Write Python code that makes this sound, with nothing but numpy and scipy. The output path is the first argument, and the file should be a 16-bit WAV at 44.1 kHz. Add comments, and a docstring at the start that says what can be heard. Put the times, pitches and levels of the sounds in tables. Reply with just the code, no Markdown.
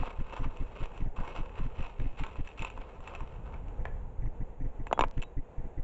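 """A metal spoon stirs a sticky, crumbly mixture in a plastic tub: random slips ring modes of tub, spoon and edge.
Small crumb contacts and planned knocks strike the same modes; the knocks are hardest near the end.
Two dry pops and a few ringing handle modes follow the knocks; a short room tail answers the spoon and tub.
A camera's lens motor thumps several times a second, each time with a recoil, a shudder and three faint ticks.
Low shaking and quiet room noise lie underneath."""
import sys
import numpy as np
from scipy import signal
from scipy.fft import rfft, irfft, next_fast_len
from scipy.io import wavfile
from scipy.ndimage import map_coordinates

SR = 44100
rng = np.random.default_rng(int(sys.argv[2]) if len(sys.argv) > 2 else 0)


def to_wav(sig):
    """Store sig (one row per channel, or 1-D mono) as 16-bit WAV at the path in sys.argv[1].

    Samples outside -1..1 are clipped; the rate is SR.
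    """
    pcm = np.clip(np.atleast_2d(sig), -1, 1) * 32767
    pcm = np.round(pcm).astype(np.int16)
    wavfile.write(sys.argv[1], SR, pcm.T)  # frames by channels


N = 257323

# strokes of the spoon: start_s, attack_s, length_s, tub_db, spoon_minus_tub_db
STROKES = [(-.05, 0.041, 0.15, -46.5, -7), (0.243, 0.097, 0.21, -46.5, -6), (0.69, 0.15, 0.16, -46, -6.5),
           (0.918, 0.052, 0.09, -71, 9), (1.158, 0.0031, 0.23, -47.5, -8.5),
           (1.536, 0.053, 0.043, -48.5, -5), (1.717, 0.085, .14, -51.5, -4),
           (1.988, 0.015, .04, -56.5, -3.5), (2.165, 0.014, 0.034, -51.5, -2.5),
           (2.201, 0.034, 0.09, -51.5, -8), (2.438, 0.035, 0.082, -68, 6), (2.574, 0.0038, 0.094, -53, 0),
           (2.746, 0.019, .15, -57.5, -23), (3.003, 0.1, 0.15, -48.5, -9),
           (3.268, 0.0089, 0.058, -56.5, -8.5), (3.426, 0.044, 0.11, -53, -12.5),
           (5.121, .03, 0.085, -65, 0)]
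# spoon leaves the mixture, all earlier strokes stop: time_s
LIFTS_S = [1.04, 5.245]
# spoon contacts: time_s, tub_peak_db, rim_minus_tub_db, spoon_minus_tub_db
TAPS = [(.033, -27, -16, -25), (.076, -27.5, -11, -30), (.325, -35, -13, -11), (.366, -31.5, -13, -10),
        (.571, -44.5, -32, 2), (.857, -38, -20, -6), (.977, -41, -19, -2.5), (1.163, -48, -17, -8),
        (1.188, -33, -21, -25), (1.236, -48, -16, -20), (1.591, -41, -24, -16.5), (1.826, -41, -14, -1),
        (1.999, -41.5, 4.5, -6), (2.237, -33.5, 6, -6.5), (2.265, -36, -32, -5), (2.357, -37, -23, -11.5),
        (2.474, -44.5, 8, 4.5), (2.489, -42.5, -18, -4), (2.582, -43, -19, -27), (2.593, -47, -22, 13),
        (2.622, -35.5, -13, 4.5), (2.631, -32, -29, -25.5), (2.648, -28.5, -35, -1.5),
        (2.701, -37.5, -27, -3), (2.776, -34, -6.5, -16), (2.821, -41, -5, -26), (3.005, -41, -8, -11),
        (3.031, -52, -14, -15), (3.075, -37, -3, -1.5), (3.084, -37, -7, -15), (3.15, -34.5, -34, -2),
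        (3.206, -36.5, -21, -8.5), (3.541, -48, 4.5, -7), (3.683, -48, -1, -4), (3.854, -27.5, 1, -21.5),
        (4.259, -46, -8, -15), (4.869, -32, -5.5, -12.5), (4.882, -52, -7, -1), (4.913, -22.5, -23, -36),
        (4.928, -10, -10.5, -16), (4.977, -24, -24, -36), (4.992, -8.5, -14, -19.5), (5.009, -13, -3, -9.5),
        (5.022, -18, -13, -35.5), (5.038, -14, -8.5, -30), (5.047, -31.5, -6, -15),
        (5.178, -49.5, 9.5, 1.5), (5.219, -54.5, 14, 18), (5.225, -37, 5, 4.5), (5.234, -40.5, -21, 3)]
# modes of the tub floor: pitch_hz, relative_level_db, t60_s
TUB_MODES = [(244, -9.5, 0.027), (450, -27, 0.027), (588, -0.5, 0.008), (751, -1, 0.012),
             (911.7, 0.5, 0.016), (1013, -7, 0.03), (1122, 1.5, 0.0057)]
# modes of the stiff tub edge: pitch_hz, relative_level_db, t60_s
RIM_MODES = [(1450, -5, .012), (1700, 0, .014), (1950, -2, .012), (2250, 0, .014)]
# modes of the spoon bowl, damped by the paste: pitch_hz, relative_level_db, t60_s
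SPOON_MODES = [(2550, 4, 0.0039), (2605, 0, 0.013), (2870, -19, 0.016), (2930, 1, 0.0023),
               (3600, -21.5, 0.029), (4570, -37.5, 0.0067)]
# modes of the thin edge of the contact: pitch_hz, relative_level_db, t60_s
CRACK_MODES = [(5200, -47.5, .01), (5920, 23.5, 0.0057), (7324, 22.5, 0.0054), (7160, 11, 0.028)]
# dry pops without a ring: time_s, peak_db
POPS = [(5.084, -46.5), (5.112, -42)]
# free handle rings on: time_s, pitch_hz, peak_db, t60_s
PINGS = [(4.917, 3850, -72, .2), (4.931, 3343, -59, .2), (5.012, 6900, -66, .08), (5.238, 3844, -66, .17)]
# spoon and tub sound sent into the room: time_s, send_db
ROOM_SEND = [(0, -18), (3.9, -10), (4.1, -36.5), (5.83, -24.5)]
# decay of the room: frequency_hz, t60_s
ROOM_DECAY = [(300, .3), (2000, .3), (8000, .12)]
# motor thumps: time_s, push_peak_db, recoil_peak_db
THUMPS = [(.003, -21.5, -24), (0.189, -23, -23), (.398, -23.5, -22), (0.455, -21.5, -23),
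          (0.604, -20.5, -26), (0.806, -29, -21), (1.003, -27.5, -19), (1.054, -26, -22), (1.186, -23, -23),
          (1.389, -23.5, -24.5), (1.593, -24.5, -21.5), (1.642, -26, -22.5), (1.79, -23.5, -21.5),
          (1.995, -23, -22), (2.042, -32, -18), (2.202, -23, -25), (2.387, -23.5, -23.5),
          (2.601, -25.5, -29.5), (2.79, -29, -44), (2.988, -33.5, -40), (3.213, -28, -30),
          (3.794, -29.5, -28), (4.19, -20.5, -51), (4.219, -25.5, -23), (4.255, -22.5, -23.5),
          (4.403, -24.5, -24), (4.601, -26.5, -23), (4.643, -26.5, -22), (4.794, -24.5, -27.5),
          (4.994, -26, -19), (5.047, -31, -24), (5.171, -20, -21.5), (5.37, -21, -25.5),
          (5.583, -22.5, -33), (5.645, -26.5, -32.5), (5.775, -25, -22.5)]
# modes of the camera body: pitch_hz, relative_level_db, t60_s
CASE_MODES = [(122.5, 9.5, 0.024), (170, -9.5, 0.046), (265.2, -7, 0.051)]
# modes of one motor step: pitch_hz, relative_level_db, t60_s
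TICK_MODES = [(1750, -1, .015), (1950, 0, .02), (2150, -2, .015), (6000, -27, .025)]
# level of the low shaking: time_s, level_db
SHAKE_LEVEL = [(0.0, -46.5), (2.1, -43.5), (3.05, -46.5), (3.4, -36.5), (4.06, -38.5), (4.24, -45),
               (5.02, -46), (5.4, -49), (5.83, -52)]
# spectrum of the low shaking: frequency_hz, relative_db_per_hz
SHAKE_SPECTRUM = [(8.8, -44), (15, 16), (73, 1.5), (128, -7.5), (198, -15.5), (300, -22), (390, -89),
                  (660, -120)]
# spectrum of the room noise: frequency_hz, relative_db_per_hz
AIR_SPECTRUM = [(88, -49), (150, -5.5), (324, -10.5), (492, -2.5), (572, -9.5), (883, -9.5), (1170, -21),
                (1390, -23), (2290, -30), (2660, -30), (2900, -35.5), (3310, -39.5), (5100, -54),
                (6100, -46.5), (7000, -40), (8170, -50.5), (10600, -76.5), (18000, -120)]

# a stroke drops fast onto a weaker drag that fades slowly
DROP_DB_PER_S, TRAIL_DB, TRAIL_DB_PER_S = 354.5, -6.5, 35
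STIR_CRACK_DB = -20  # thin edge minus spoon while stirring
TAP_CRACK_DB, CRACK_FOLLOWS = -14.5, .93  # thin edge minus tub peak; how far it follows the spoon's share
CRUMB_COUNT, CRUMBS_END_S = 130, 3.7
CRUMB_PEAK_DB, CRUMB_SPREAD_DB = 10, 16  # loudest peak over the grinding; range of sizes
RECOIL_START_S = .0219  # after the start of the push
SHUDDER_DB = -11.5  # relative to the mean of push and recoil
STEP_S, TICK_LAG_S, TICK_DB = .008, .002, -21  # tick level relative to the shudder
AIR_DB = -54.5


def amp(db):
    """Decibels to gain."""
    return 10 ** (np.asarray(db) / 20)


def unit(x):
    """Scaled to rms 1."""
    return x / np.sqrt(np.mean(x ** 2) + 1e-20)


def along(points, hz):
    """(Hz, value) points interpolated on a log frequency axis."""
    point_hz, value = np.transpose(points)
    return np.interp(np.log(hz + 1), np.log(point_hz + 1), value)


def curve(rows):
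    """(s, value) rows as one value per sample."""
    time_s, value = np.transpose(rows)
    return np.interp(np.arange(N) / SR, time_s, value)


def wobble(knots_per_s):
    """A smooth random curve."""
    knots = rng.standard_normal(int(N * knots_per_s / SR) + 4)
    return map_coordinates(knots, [np.arange(N) * knots_per_s / SR])


def filtered(x, response):
    """x shaped by a response of frequency."""
    size = next_fast_len(N + SR // 2)
    spectrum = rfft(x, size) * response(np.fft.rfftfreq(size, 1 / SR))
    return irfft(spectrum, size)[..., :N]


def noise(spectrum):
    """Coloured noise of rms 1."""
    return unit(filtered(rng.standard_normal(N), lambda hz: amp(along(spectrum, hz))))


def ring(modes, scatter_db, detune, soft_cycles):
    """One blow on decaying modes, each at a random strength and slightly off pitch; peak 1."""
    hz, db, t60_s = np.transpose(modes)[:, :, None]
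    t = np.arange(int(1.3 * t60_s.max() * SR)) / SR
    strength, shift = rng.standard_normal((2, len(modes), 1))
    rise = (1 - np.exp(-t * hz / soft_cycles)) ** 2  # contact builds over soft_cycles periods of each mode
    decay = amp(db + scatter_db * strength - 60 * t / t60_s)
    x = np.sum(rise * decay * np.sin(2 * np.pi * hz * (1 + detune * shift) * t), axis=0)
    return x / np.abs(x).max()


def add(track, time_s, x):
    """Mixes x into track at time_s."""
    part = track[round(time_s * SR):][:len(x)]
    part += x[:len(part)]


def pressure():
    """Gains of tub, spoon and crack: each stroke rises, holds, drops and trails off or is lifted."""
    t, power = np.arange(N) / SR, np.zeros((3, N))
    for start_s, attack_s, length_s, tub_db, spoon_db in STROKES:
        after_s = np.clip(t - start_s - length_s, 0, None)
        release = np.maximum(amp(-DROP_DB_PER_S * after_s), amp(TRAIL_DB - TRAIL_DB_PER_S * after_s))
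        shape = np.clip((t - start_s) / attack_s, 0, 1) * release
        for lift_s in LIFTS_S:
            if start_s < lift_s:
                shape = shape * amp(-DROP_DB_PER_S * np.clip(t - lift_s, 0, None))
        layer_db = tub_db + np.array([[0], [spoon_db], [spoon_db + STIR_CRACK_DB]])
        power += (shape * amp(layer_db)) ** 2
    return np.sqrt(power)


def stirring():
    """Crumbs slip and snap in clumps; each slip rings tub, spoon and the thin edge of the contact."""
    clumps = amp(np.clip(1.7 * wobble(30) + 2.6 * wobble(120), -9, 5))
    hits = rng.random(N) < 1500 / SR  # 1500 snaps per s on average
    snaps = unit(hits * amp(3 * rng.standard_normal(N)) * rng.standard_normal(N))
    rim = [(hz, db - 16, t60_s) for hz, db, t60_s in RIM_MODES]
    upper_rim = [(hz, db - 7, t60_s) for hz, db, t60_s in RIM_MODES[2:]]
    layers = [(TUB_MODES[2:] + rim, .8), (SPOON_MODES + upper_rim, .55), (CRACK_MODES, .55)]
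    out = np.zeros(N)
    for gain, (modes, drag) in zip(pressure(), layers):
        slips = clumps * (snaps + drag * rng.standard_normal(N))  # paste drags evenly under the crumbs
        rung = np.zeros(N)
        for mode in modes:
            drive = amp(mode[1] + 2 * wobble(25))  # the moving spoon drives each mode unevenly
            tone = ring([mode], scatter_db=0, detune=0, soft_cycles=.7)[:SR // 16]
            rung += signal.fftconvolve(drive * slips, tone)[:N]
        out += gain * unit(rung)
    return out


def crumbs():
    """Random small contacts scaled by stroke pressure, as rows like TAPS."""
    place, size, rim, dull = rng.random((CRUMB_COUNT, 4)).T
    time_s = place * CRUMBS_END_S
    tub_db, spoon_db = 20 * np.log10(pressure()[:2, (time_s * SR).astype(int)] + 1e-9)
    peak_db = tub_db + CRUMB_PEAK_DB - CRUMB_SPREAD_DB * size
    return list(zip(time_s, peak_db, -4 - 16 * rim, spoon_db - tub_db - 12 * dull))


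def taps():
    """Each contact rings tub, rim, spoon and thin edge, and chatters for a few ms as it settles."""
    out, t = np.zeros(N), np.arange(SR // 40) / SR
    for time_s, peak_db, rim_db, spoon_db in TAPS + crumbs():
        crack_db = TAP_CRACK_DB + CRACK_FOLLOWS * spoon_db
        parts = [(TUB_MODES, 0, .38), (RIM_MODES, rim_db, .28),
                 (SPOON_MODES, spoon_db, 1.42), (CRACK_MODES, crack_db, 3.6)]
        for modes, part_db, soft_cycles in parts:
            chatter = amp(-20 - 60 * t / .015) * rng.standard_normal(len(t))
            chatter[0] = 1  # the blow itself
            blow = signal.fftconvolve(ring(modes, 2.5, .015, soft_cycles), chatter)
            add(out, time_s, amp(peak_db + part_db) * blow / np.abs(blow).max())
    return out


def pops():
    """A pulse that flips sign after 0.1 ms and dies without a ring."""
    out, t = np.zeros(N), np.arange(SR // 40) / SR - .0001
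    for time_s, peak_db in POPS:
        add(out, time_s, amp(peak_db) * np.sign(-t) * np.exp(-np.abs(t) / .00033))
    return out


def pings():
    """Single thin modes of the spoon handle."""
    out = np.zeros(N)
    for time_s, hz, peak_db, t60_s in PINGS:
        add(out, time_s, amp(peak_db) * ring([(hz, 0, t60_s)], scatter_db=0, detune=0, soft_cycles=8))
    return out


def room(x):
    """Convolves x with a noise tail whose frequencies each die at their own speed."""
    hz, t, grid = signal.stft(rng.standard_normal(SR // 2), SR, nperseg=256)
    decay = amp(-60 * t / along(ROOM_DECAY, hz)[:, None])
    tail = signal.istft(grid * decay, SR, nperseg=256)[1]
    delayed = np.pad(x, (200, 0))  # samples
    return signal.fftconvolve(delayed, tail / np.linalg.norm(tail))[:N]


def lobe(t, start_s, rise_s):
    """A smooth pressure pulse that peaks at 1, rise_s after its start."""
    x = np.clip((t - start_s) / rise_s, 0, None)
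    return x ** 2 * np.exp(2 - 2 * x)


def motor():
    """A push, a slower recoil, and three steps about 8 ms apart that shake the body and tick near 2 kHz."""
    out, t = np.zeros(N), np.arange(SR // 8) / SR
    scatter_db, detune = 3, .06
    for time_s, push_db, recoil_db in THUMPS:
        push = amp(push_db) * lobe(t, 0, .0081)
        recoil = amp(recoil_db) * lobe(t, RECOIL_START_S, .011)
        add(out, time_s - .003, push - recoil)
        shudder_db = (push_db + recoil_db) / 2 + SHUDDER_DB
        for step in range(3):
            step_s = time_s + STEP_S * step
            shudder = amp(shudder_db) * ring(CASE_MODES, scatter_db, detune, soft_cycles=.4)
            tick = amp(shudder_db + TICK_DB) * ring(TICK_MODES, scatter_db, detune / 4, soft_cycles=2.2)
            add(out, step_s + abs(rng.normal(0, .0015)), shudder)
            add(out, step_s + TICK_LAG_S, tick)
    return out


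def shaking():
    """Low noise of unsteady level under the thumps."""
    return amp(curve(SHAKE_LEVEL) + 1.1 * wobble(9.5)) * noise(SHAKE_SPECTRUM)


def air():
    """Steady room noise that breathes a little."""
    breath = amp(.8 * wobble(5) + .8 * wobble(25))
    return amp(AIR_DB) * breath * noise(AIR_SPECTRUM)


def scene():
    """Spoon and tub with their room tail, then handle, motor, shaking and air."""
    near = stirring() + taps() + pops()
    tail = room(amp(curve(ROOM_SEND)) * near)
    return (near + tail + pings() + motor() + shaking() + air())[None]


def record(dry):
    """The input stage rounds hard peaks, leaks slow pressure away and cuts all above its band limit."""
    low_hz, fade_hz, top_hz, ceiling = 12, 8100, 8250, .4
    rounded = dry / (1 + np.abs(dry / ceiling) ** 4) ** (1 / 4)

    def response(hz):
        """First-order low cut, steep fade and hard top limit."""
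        low_cut = 1j * hz / (low_hz + 1j * hz)
        return low_cut / (1 + (hz / fade_hz) ** 60) * (hz < top_hz)

    return filtered(rounded, response)


dry = scene()
out = record(dry)
to_wav(out)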